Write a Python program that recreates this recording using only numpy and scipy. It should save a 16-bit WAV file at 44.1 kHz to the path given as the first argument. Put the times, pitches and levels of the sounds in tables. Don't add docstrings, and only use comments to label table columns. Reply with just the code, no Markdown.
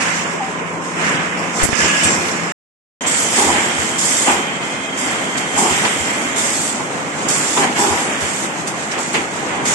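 import sys
import numpy as np
from scipy import signal
from scipy.fft import rfft, irfft, next_fast_len
from scipy.io import wavfile
from scipy.ndimage import uniform_filter1d, map_coordinates

SR = 44100
rng = np.random.default_rng(int(sys.argv[2]) if len(sys.argv) > 2 else 0)


def makeup_ratio(level_db):
    decades = np.asarray(level_db, float) / 20
    return 10 ** decades


def to_wav(s):
    ch = np.atleast_2d(s).T
    pcm = np.round(np.clip(ch, -1, 1) * 32767)
    wavfile.write(sys.argv[1], SR, pcm.astype(np.int16))


N = 429534
T = np.arange(N) / SR

# (from t/s, to t/s)
CUT = (2.5215, 3.0085)

# (t/s, open/s, level/dB)
BLOWS = [
    (1.74, .29, -24),
    (3.055, 0.33, -22),
    (3.975, .33, -20.5),
    (6.372, 0.31, -23),
    (7.275, 0.33, -21.5),
    (8.195, 0.24, -29),
    (9.645, .3, -22.5),
]
OPEN_S, SHUT_T60 = 0.013, .45
SURGE_DB, SURGE_S, SAG_DB_PER_S = 1, 0.076, 3.5
HALL_DB, HALL_T60 = -16, 3.2
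# (t/s, run-up/s, level/dB, t60/s)
VENTS = [(-.01, 0.028, -26, 1.64), (.78, .06, -38, 1.8), (.88, 0.21, -29.5, 1.2),
         (1.355, 0.027, -34.5, 1.7), (1.49, .13, -24.5, 0.85), (1.68, 0.052, -27, 0.84),
         (1.79, 0.031, -29, .6), (2.025, 0.012, -21.5, 1.5), (2.25, .02, -32, 1.6), (3.01, 0.017, -33, .3),
         (3.3, 0.092, -21, 2.34), (3.765, 0.038, -28, 2.2), (4.96, 0.027, -26, 1.85),
         (5.365, 0.013, -25, 0.24), (5.4, 0.15, -31.5, 4.7), (5.53, 0.078, -21.5, 2.8),
         (5.975, .035, -29, 1.1), (7.735, 0.034, -28, 1.1), (7.77, 0.02, -21, 1.77),
         (8.665, 0.012, -29, 0.28), (6.352, .015, -24, 0.45), (6.15, .05, -41, 1.5), (7.15, 0.086, -37, 1),
         (8.75, 0.071, -39, 6.6), (8.895, 0.026, -42, .6), (8.97, 0.02, -29.5, 0.9),
         (9.125, 0.012, -28, 0.37)]
# (f/Hz, level/dB per Hz)
JET_COLOURS = [
    [(2120, -42.5), (3600, -5), (3980, -11.5), (4060, -5.5), (4690, -4.5), (5340, 0.5), (6850, 0),
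     (8260, -4.5), (9130, -10), (9950, -16), (11300, -15), (14700, -50), (22000, -120)],
    [(2120, -30), (3600, -6), (3910, -14.5), (4100, -12), (4820, -8), (6040, -5), (7360, -0.5), (8100, -3),
     (9860, -13.5), (10800, -13), (11300, -12.5), (14700, -45.5), (22000, -120)],
]
# (f/Hz, width/Hz, level/dB)
NOZZLES = [
    (6770, 68, -2.5),
    (7440, 330, -5),
    (8160, 190, -4.5),
]

# (t/s, hold/s, low panels level/dB, high panels level/dB, t60/s)
STROKES = [
    (3.371, 0.12, -23, -21.5, 0.89),
    (4.259, 0.073, -25.5, -22.5, 0.46),
    (5.568, 0.084, -22.5, -20.5, 0.64),
    (5.829, 0.039, -30, -28, .4),
    (7.561, 0.086, -27.5, -21, 0.29),
    (7.774, 0.12, -25, -22, 0.86),
    (9.138, 0.045, -26, -26.5, 0.33),
    (9.42, .2, -34, -31.5, 0.76),
]
# (f/Hz, width/Hz, level/dB)
PANELS = [
    [(266.5, 120, -2), (347, 162, -2)],
    [(832, 182, 1), (944, 156, -1.5), (1065, 210, -11)],
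]
# (t/s, peak level/dB)
KNOCKS = [(3.062, -17), (3.381, -7), (3.427, -8), (3.496, -8), (3.534, -11), (4.057, -21), (4.277, -6),
          (5.584, -8), (5.659, -8), (5.84, -9), (6.376, -12), (6.79, -12), (7.573, -8), (7.693, -11),
          (7.791, -6), (7.839, -10), (7.919, -10), (8.436, -11.5), (8.674, -17), (8.983, -11.5),
          (9.142, -11), (9.358, -16)]

# (t/s, run-up/s, level/dB, t60/s)
SLIDES = [(-.02, 0.038, -22.5, 1.94), (.9, 0.19, -22, 1.7), (1.1, 0.073, -36, 1), (1.3, 0.12, -33, 6.1),
          (1.57, .05, -22, 0.36), (1.71, 0.025, -22.5, 0.63), (1.77, 0.055, -23, 4.3),
          (2.24, 0.018, -27, 0.53), (3.015, 0.044, -27, 4.9), (3.31, 0.05, -25, 1.3), (3.43, 0.13, -24, 3),
          (3.88, .27, -30, 4.5), (4.255, 0.033, -22, 0.85), (4.85, 0.25, -28, 2.7), (5.34, 0.021, -30, 1.3),
          (5.53, 0.032, -27, 1.2), (5.55, 0.22, -23.5, 3.9), (5.835, 0.015, -24, 0.37),
          (6.15, .3, -28.5, 1.6), (7.1, 0.23, -28.5, 3.7), (7.56, 0.079, -22.5, 0.38),
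          (7.74, 0.031, -25.5, 3.5), (7.9, .25, -29.5, 2.4), (8.66, .022, -34, .3),
          (8.885, 0.06, -30.5, .9), (9.125, 0.033, -24, .5), (9.3, .12, -31.5, 4), (9.645, 0.014, -28, 2.9)]
GLIDE_DB = -34
# (f/Hz, level/dB per Hz)
SCRAPE_COLOURS = [
    [(710, -29.5), (1200, -6), (1700, -2.5), (1890, -3.5), (2090, -2), (2970, -9), (3680, -19), (4300, -28),
     (5590, -33.5), (9460, -120)],
    [(710, -14.5), (1200, -6), (1540, -4), (2090, 0), (2750, -5.5), (3150, -6.5), (3910, -17), (4300, -17),
     (5590, -26), (9460, -120)],
]
# (t/s, from f/Hz, to f/Hz, glide/s, attack/s, level/dB, t60/s)
SQUEAK = (.397, 900, 770, .012, .012, -13, .26)

# (t/s, level/dB, centre f/Hz, width/Hz, t60/s)
CLACKS = [(.61, -19, 450, 80, 0.14), (.33, -20, 400, 80, .15), (1.629, -9, 7650, 1810, 0.14),
          (1.63, -17, 12000, 8000, 0.18), (2.035, -7.5, 8140, 2190, 0.097), (2.055, -13.5, 7670, 1596, 0.1),
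          (4.27, -12.5, 893, 625, 0.28), (5.379, -10, 4630, 6200, 0.029), (5.575, -13, 7800, 2500, 0.17),
          (5.848, -12, 2030, 2520, 0.089), (7.57, -14.5, 955, 890, 0.17), (8.205, -22, 600, 1200, 0.18),
          (8.675, -16, 6500, 7860, 0.081), (8.914, -21, 5600, 5000, .06), (8.91, -22, 5400, 300, .08),
          (8.975, -19, 900, 2480, 0.085), (9.142, -11, 2200, 2870, 0.1)]
# (t/s, peak level/dB)
TICKS = [(1.065, -16), (1.1438, -15), (1.5918, -21), (1.6192, -15), (2.0363, -13), (2.2124, -16),
         (2.2832, -14), (3.0859, -17), (3.1472, -14), (3.5319, -15), (4.2707, -13), (4.6274, -18),
         (5.8491, -9), (7.5732, -7), (7.6331, -9), (7.7952, -24), (8.9141, -18), (9.6555, -15)]
# (t/s, level/dB, f/Hz, t60/s)
THUDS = [(1.82, -19, 81, 0.18), (2.043, -13.5, 95, 0.13), (2.17, -23, 91, .15), (3.45, -26, 84.6, 0.53),
         (3.779, -21.5, 85.2, 0.15), (4.32, -30.5, 82.6, .3), (5.701, -20, 86, 0.18),
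         (5.998, -17, 85, 0.12), (7.899, -17, 89, 0.16), (8.22, -18.5, 87, 0.14), (9.2, -29, 85, 0.14)]

# (from t/s, to t/s, f/Hz, width/Hz, level/dB)
WHINES = [(0.0, 1.16, 1020, 70, -39), (0.0, 2.52, 2085, 80, -45.5), (1.542, 1.63, 7440, 300, -33),
          (1.719, 2.1, 2530, 605, -28), (1.77, 1.83, 1700, 40, -26), (1.87, 2.12, 1675, 35, -29),
          (1.802, 2.37, 2090, 45, -36), (1.802, 2.1, 2890, 360, -29), (1.885, 1.92, 2730, 80, -30),
          (2.03, 2.24, 2454, 80, -34.5), (1.04, 1.2, 149, 8, -35), (2.035, 2.16, 7470, 130, -27),
          (2.035, 2.055, 8320, 100, -28), (3.012, 3.035, 6500, 120, -34), (3.062, 3.1, 7330, 130, -29),
          (3.062, 3.27, 8050, 120, -29), (5.575, 5.6, 7750, 100, -30), (5.575, 5.84, 7400, 150, -32),
          (6.355, 6.07, 6800, 100, -26), (7.285, 7.2, 7000, 210, -30), (7.785, 7.83, 7720, 200, -28),
          (2.06, 2.4, 352, 14, -36), (3.008, 6.4, 2090, 40, -38.5), (3.008, 4.6, 3150, 200, -36),
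          (4.6, 6.3, 3180, 134, -38), (4.298, 4.9, 2500, 70, -40), (4.302, 5.6, 3505, 60, -47.5),
          (3.01, 8.2, 267.7, 45, -41), (9.3, 9.3, 344, 121, -31), (9.645, 9.4, 3130, 1300, -28),
          (9.135, 9.2, 2170, 2500, -34.5)]
# (f/Hz, level/dB)
HUM = (168, -33)

# (f/Hz, level/dB per Hz)
LEAK_COLOUR = [(2120, -30), (3600, -6.5), (4000, -7), (4490, -8), (5620, -5.5), (6400, 0), (7080, -1.5),
               (7500, 1), (9090, -9.5), (9720, -15.5), (11300, -16.5), (14700, -54.5), (22000, -120)]
# (t/s, run-up/s, level/dB, t60/s)
SURGES = [
    (1.0, 0.14, -29.5, 2),
    (7.55, 0.027, -25, 1.7),
    (1.53, 0.066, -25, 1.75),
    (1.95, 0.16, -27, 2),
    (4.9, .26, -29, 1.5),
    (6.68, 0.13, -27, 3),
    (7.13, 0.045, -31, 3.7),
    (8.9, .1, -30, 0.27),
    (9.35, 0.22, -26.5, 2),
]
ROAR_DB, ROAR_FOLLOWS = -26, 0.32
# (f/Hz, level/dB per Hz)
ROAR_COLOURS = [
    [(18, -92.5), (30, -51), (70, -23), (94, -15), (140, -13), (185, -3.5), (302, -4.5), (361, -6.5),
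     (874, -10), (1010, -7), (1500, -19), (1950, -37.5), (3300, -120)],
    [(18, -62), (30, -111), (49, -29), (125, -11.5), (159, -6), (194, -4), (269, -3.5), (439, -7),
     (846, -8), (1500, -14.5), (1950, -24), (3300, -120)],
]

# (f/Hz, correlation)
ALIKE = [(60, 0.32), (170, 0.91), (260, 0.96), (430, 0.76), (860, 0.4), (1200, 0), (1720, -.4),
         (2400, 0.11), (3800, -.25), (5500, 0.066), (6500, 0.0047), (8600, -.15), (10300, 0.15)]
# (f/Hz, level/dB)
LEAN = [
    [(60, 16), (100, 25), (200, -0.5), (700, -1), (1200, -4), (2400, -8.5), (3800, -3.5), (5500, -8),
     (6500, -9.5), (7600, -1.5), (8600, -2), (10500, -3)],
    [(60, 0), (100, 25), (200, -1.5), (700, -2), (1200, -2.5), (3100, -6.5), (4500, -3), (6500, -8.5),
     (7600, -8), (8600, 0), (10500, -4.5)],
]
# (t/s, size, build-up/s, build-up share)
POPS = [
    (1.64, 1.15, .006, .55),
    (1.6553, -1.4, .004, .15),
    (1.6902, -1.25, .002, .13),
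    (1.7302, 1.4, .002, .15),
    (1.79, -.3, .002, .2),
]
# (t/s, level/dB)
DEAF = [
    (1.654, 2),
    (1.661, -9),
    (1.671, -36),
    (1.679, -22),
    (1.687, -18),
    (1.691, 1),
    (1.729, -2.5),
    (1.733, -27.5),
    (1.76, -13),
    (1.795, 2),
]

# (f/Hz, level/dB)
DROPOUT_DEPTH = [(30, 39), (150, 21), (1000, 13.5), (2900, 11), (3900, 4), (4600, 4.5), (5300, 10), (8200, 10),
                 (9000, 4), (9900, 1.5), (10800, 2.5), (11500, 6)]
# (t/s, length/s, low f/Hz, high f/Hz)
TOP_SPURTS = [(1.612, .05, 13600, 15700), (1.63, .03, 12500, 15700), (2.02, .04, 12400, 14300),
              (2.25, .02, 12800, 13200), (3.18, .03, 12600, 13400), (4.96, .02, 12800, 13300),
              (6.35, .02, 12700, 13400), (6.4, .04, 13200, 14300), (6.49, .02, 13800, 14100),
              (6.535, .02, 13100, 13500), (6.6, .03, 13100, 14300), (6.66, .03, 13900, 14300),
              (7.3, .02, 13800, 14300), (7.515, .04, 12900, 13500), (8.75, .02, 12900, 13300),
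              (9.67, .05, 12600, 13600)]
TOP_HZ, GRID = 11550, 75


def air_jets():
    blow = np.hypot(held(BLOWS), swells(VENTS, idle_db=-57.5))
    air = patchy(placed(JET_COLOURS, flutter_db=0.85, rate=200, peaks=NOZZLES), depth_db=1.4)
    return makeup_ratio(-0.07 + .6 * wobble(15)) * blow * air


def press_frame():
    out = np.zeros((2, N))
    for k, panels in enumerate(PANELS):
        shake = np.zeros(N)
        for row in STROKES:
            start, hold, level_db, t60 = row[0], row[1], row[2 + k], row[4]
            fall_db = 60 * np.maximum(T - start - hold, 0) / t60
            shake += makeup_ratio(level_db - fall_db) * np.clip((T - start) / 0.0086, 0, 1)
        out += shake * diffuse(lambda f: ring(f, panels), LEAN[1], flutter_db=1.5, rate=50)
    return out


def frame_knocks():
    panels = [panel for group in PANELS for panel in group]
    return struck(KNOCKS, lambda f: ring(f, panels), gain_db=-8.5, t60=0.1)


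def slides():
    scrape = patchy(placed(SCRAPE_COLOURS, flutter_db=0.5, rate=75), depth_db=0.73)
    return makeup_ratio(0.51 + .6 * wobble(16)) * swells(SLIDES, GLIDE_DB) * scrape


def guide_squeak():
    out, t = np.zeros((2, N + SR)), np.arange(SR // 4) / SR
    s, start, end, glide, attack, db, t60 = SQUEAK
    hz = end + (start - end) * np.exp(-t / glide) + 8 * wobble(50, len(t))
    tone = np.sin(2 * np.pi * np.cumsum(hz) / SR)
    add_at(out, s, makeup_ratio(db - 60 * t / t60) * (1 - np.exp(-t / attack)) * tone)
    return out[:, :N]


def clacks():
    out, t = np.zeros((2, N + SR)), np.arange(SR // 2) / SR
    pan_db = -3.5 * np.array([[.5], [-.5]])
    for s, db, hz, width, t60 in CLACKS:
        colour = lambda f: resonance(f, hz, width) ** 2 / (1 + (f / 11000) ** 8)
        rattle = filtered(rng.standard_normal((2, len(t))), colour)
        shape = makeup_ratio(db - 60 * t / t60 + pan_db) * (1 - np.exp(-t / .006))
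        add_at(out, s, shape * rattle / np.std(rattle))
    return out[:, :N]


def metal_ticks():
    return struck(TICKS, lambda f: resonance(f, 2690, 2200) ** 2, gain_db=-9, t60=0.056)


def floor_thuds():
    out, t = np.zeros((2, N + SR)), np.arange(SR // 2) / SR
    for s, db, hz, t60 in THUDS:
        thud = makeup_ratio(db - 60 * t / t60) * np.sin(2 * np.pi * hz * t) * (1 - np.exp(-t / 0.014))
        add_at(out, s, thud * makeup_ratio([[6], [-20]]))
    return out[:, :N]


def drive_whines():
    out = np.zeros((2, N))
    for start, end, hz, width, db in WHINES:
        if end <= start:
            continue
        part = slice(round(start * SR), min(round(end * SR), N))
        on = np.clip(np.minimum(T[part] - start, end - T[part]) / 0.0098, 0, 1)
        lean = LEAN[int(start > CUT[0])]
        whine = diffuse(lambda f: resonance(f, hz, width) ** 2, lean, 0, 1, len(on))
        out[:, part] += makeup_ratio(db) * on * whine
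    return out


def drive_hum():
    hz, db = HUM
    phase = 2 * np.pi * np.cumsum(hz + .4 * wobble(3)) / SR
    hum = makeup_ratio(db + .6 * wobble(4.2)) * np.sin(phase) * (T < CUT[0])
    return hum * makeup_ratio([[2.5], [-2.5]])


def far_leaks():
    level_db = np.where(T < CUT[1], -42, -36)
    return makeup_ratio(level_db) * placed([LEAK_COLOUR, LEAK_COLOUR], flutter_db=2.0, rate=25)


def hall_roar():
    work = swells(SLIDES, GLIDE_DB)
    follow = (work / work.mean()) ** ROAR_FOLLOWS
    level = swells(SURGES, ROAR_DB) * follow * makeup_ratio(0.77 * wobble(18))
    return level * placed(ROAR_COLOURS, flutter_db=0.5, rate=28)


def along(points, hz):
    f, v = np.transpose(points)
    return np.interp(np.log(hz + 1), np.log(f + 1), v)


def wobble(rate, size=N):
    return map_coordinates(rng.standard_normal(int(size * rate / SR) + 4), [T[:size] * rate])


def filtered(x, response):
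    m = next_fast_len(x.shape[-1] + 8192)
    return irfft(rfft(x, m) * response(np.fft.rfftfreq(m, 1 / SR)), m)[..., :x.shape[-1]]


def resonance(f, hz, width):
    return 1j * f * width / (hz * hz - f * f + 1j * f * width + 1e-9)


def ring(f, panels):
    return sum(makeup_ratio(db) * resonance(f, hz, width) ** 2 for hz, width, db in panels)


def diffuse(colour, lean, flutter_db, rate, size=N):
    def ports(f):
        alike, tilt = np.clip(along(ALIKE, f), -.99, .99), makeup_ratio(along(lean, f) / 2)
        turn = np.arccos(alike) / 2
        middle = np.sqrt(tilt ** 2 + tilt ** -2 + 2 * alike)
        left = [tilt * np.cos(turn), tilt * np.sin(turn)]
        right = [np.cos(turn) / tilt, -np.sin(turn) / tilt]
        return colour(f) / middle * np.array([left, right])
    noise = makeup_ratio(flutter_db * wobble(rate, size)) * rng.standard_normal((2, size))
    pair = filtered(noise, ports).sum(axis=1)
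    return pair / np.std(pair.mean(axis=0))


def placed(colours, flutter_db, rate, peaks=()):
    cut = round(CUT[1] * SR)

    def lift(f):
        return 1 + sum(makeup_ratio(db) * np.abs(resonance(f, hz, width)) ** 2 for hz, width, db in peaks)

    places = []
    for points, lean, size in zip(colours, LEAN, (cut, N - cut)):
        places.append(diffuse(lambda f: makeup_ratio(along(points, f)) * lift(f), lean, flutter_db, rate, size))
    return np.hstack(places)


def patchy(x, depth_db):
    z = signal.stft(x, nperseg=512)[2]
    field = uniform_filter1d(rng.standard_normal(z.shape[1:]), size=9, axis=0)
    field = uniform_filter1d(field, size=16, axis=1)
    return signal.istft(z * makeup_ratio(depth_db * field / field.std()), nperseg=512)[1][:, :N]


def heard(s):
    return T - s, (T < CUT[1]) == (s < CUT[0])


def swells(rows, idle_db):
    power = makeup_ratio(2 * idle_db) + np.zeros(N)
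    for s, run_up, db, t60 in rows:
        u, here = heard(s)
        rise = np.sin(np.pi / 2 * np.clip(u / run_up, 0, 1)) ** 2
        fall = makeup_ratio(db - 60 * np.maximum(u - run_up, 0) / t60)
        power += here * (rise * fall) ** 2
    return np.sqrt(power)


def held(rows):
    power = np.zeros(N)
    for s, length, db in rows:
        u, here = heard(s)
        shut = np.maximum(u - length, 0)
        surge_db = SURGE_DB * np.exp(-np.abs(u - OPEN_S) / SURGE_S)
        flow_db = db + surge_db - SAG_DB_PER_S * np.clip(u, 0, length)
        tail = makeup_ratio(-120 * shut / SHUT_T60) + makeup_ratio(2 * HALL_DB - 120 * shut / HALL_T60)
        power += here * (np.clip(u / OPEN_S, 0, 1) ** 2 * makeup_ratio(flow_db)) ** 2 * tail
    return np.sqrt(power)


def add_at(out, s, sound):
    out[:, round(s * SR):][:, :sound.shape[-1]] += sound


def struck(rows, colour, gain_db, t60):
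    out, t = np.zeros((2, N + SR)), np.arange(SR // 4) / SR
    for s, db in rows:
        shape = makeup_ratio(db + gain_db - 60 * t / t60) * (1 - np.exp(-t / .002))
        add_at(out, s, shape * diffuse(colour, LEAN[1], 0, 1, len(t)))
    return out[:, :N]


def scene():
    near = air_jets() + press_frame() + frame_knocks() + slides() + guide_squeak()
    contacts = clacks() + metal_ticks() + floor_thuds()
    return near + contacts + drive_whines() + drive_hum() + far_leaks() + hall_roar()


def port_pops():
    out = np.zeros(N)
    for s, size, build, share in POPS:
        u = T - s
        before = -share * np.exp(np.minimum(u, 0) / build)
        after = .72 * (1 - u / .0022) * np.exp(-np.abs(u) / .0016)
        out += size * np.where(u < 0, before, after)
    return filtered(out, lambda f: 1 / (1 + (f / 3000) ** 2))


def band_dropouts(x, size=1024):
    n, k = np.arange(2 * size) + .5, np.arange(size) + .5
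    window = np.sin(np.pi * n / size / 2)
    basis = window * np.cos(np.pi / size * np.outer(k, n + size / 2)) * np.sqrt(2 / size)
    padded = np.pad(x, ((0, 0), (size + GRID, 2 * size - (N + GRID) % size)))
    blocks = padded.reshape(2, -1, size)
    z = np.concatenate([blocks[:, :-1], blocks[:, 1:]], axis=2) @ basis.T
    hz = k * SR / size / 2
    band = np.unique(np.round(30 * np.log(k + 40)), return_inverse=True)[1]
    member = band[:, None] == np.arange(band[-1] + 1)
    own = np.sqrt(z ** 2 @ (member / member.sum(axis=0)))[..., band] + 1e-9
    masker = np.sqrt(np.abs(uniform_filter1d(z ** 2, size=150, axis=2))) + 1e-9
    whim = uniform_filter1d(rng.standard_normal((z.shape[1], band[-1] + 1)), size=2, axis=0)[:, band]
    threshold = masker ** .5 * own ** .4 * makeup_ratio(-3 + 6.5 * whim - along(DROPOUT_DEPTH, hz))
    body = (hz < TOP_HZ) & (own > threshold)
    at = (np.arange(z.shape[1])[:, None] * size - GRID) / SR
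    spurt = np.zeros(whim.shape, bool)
    for s, length, low, high in TOP_SPURTS:
        now = (at > s) & (at < s + length + size / SR / 2)
        spurt |= now & (hz > low) & (hz < high)
    spurt &= whim > -.5
    back = (z * (body | spurt)) @ basis
    return (back[:, :-1, size:] + back[:, 1:, :size]).reshape(2, -1)[:, GRID:GRID + N]


def top_cut(x):
    return signal.sosfilt(signal.butter(12, 15700, fs=SR, output="sos"), x)


def record(dry):
    deaf = makeup_ratio(np.interp(T, *np.transpose(DEAF)))
    x = filtered(dry, lambda f: (1j * f / (55 + 1j * f)) ** 2)
    x = np.array([x[0] * deaf + port_pops(), x[1]])
    limited = x / (1 + np.abs(x / .93) ** 5) ** (1 / 5)
    playing = (T < CUT[0]) | (T > CUT[1])
    return top_cut(band_dropouts(limited) * playing)


dry = scene()
out = record(dry)
to_wav(out)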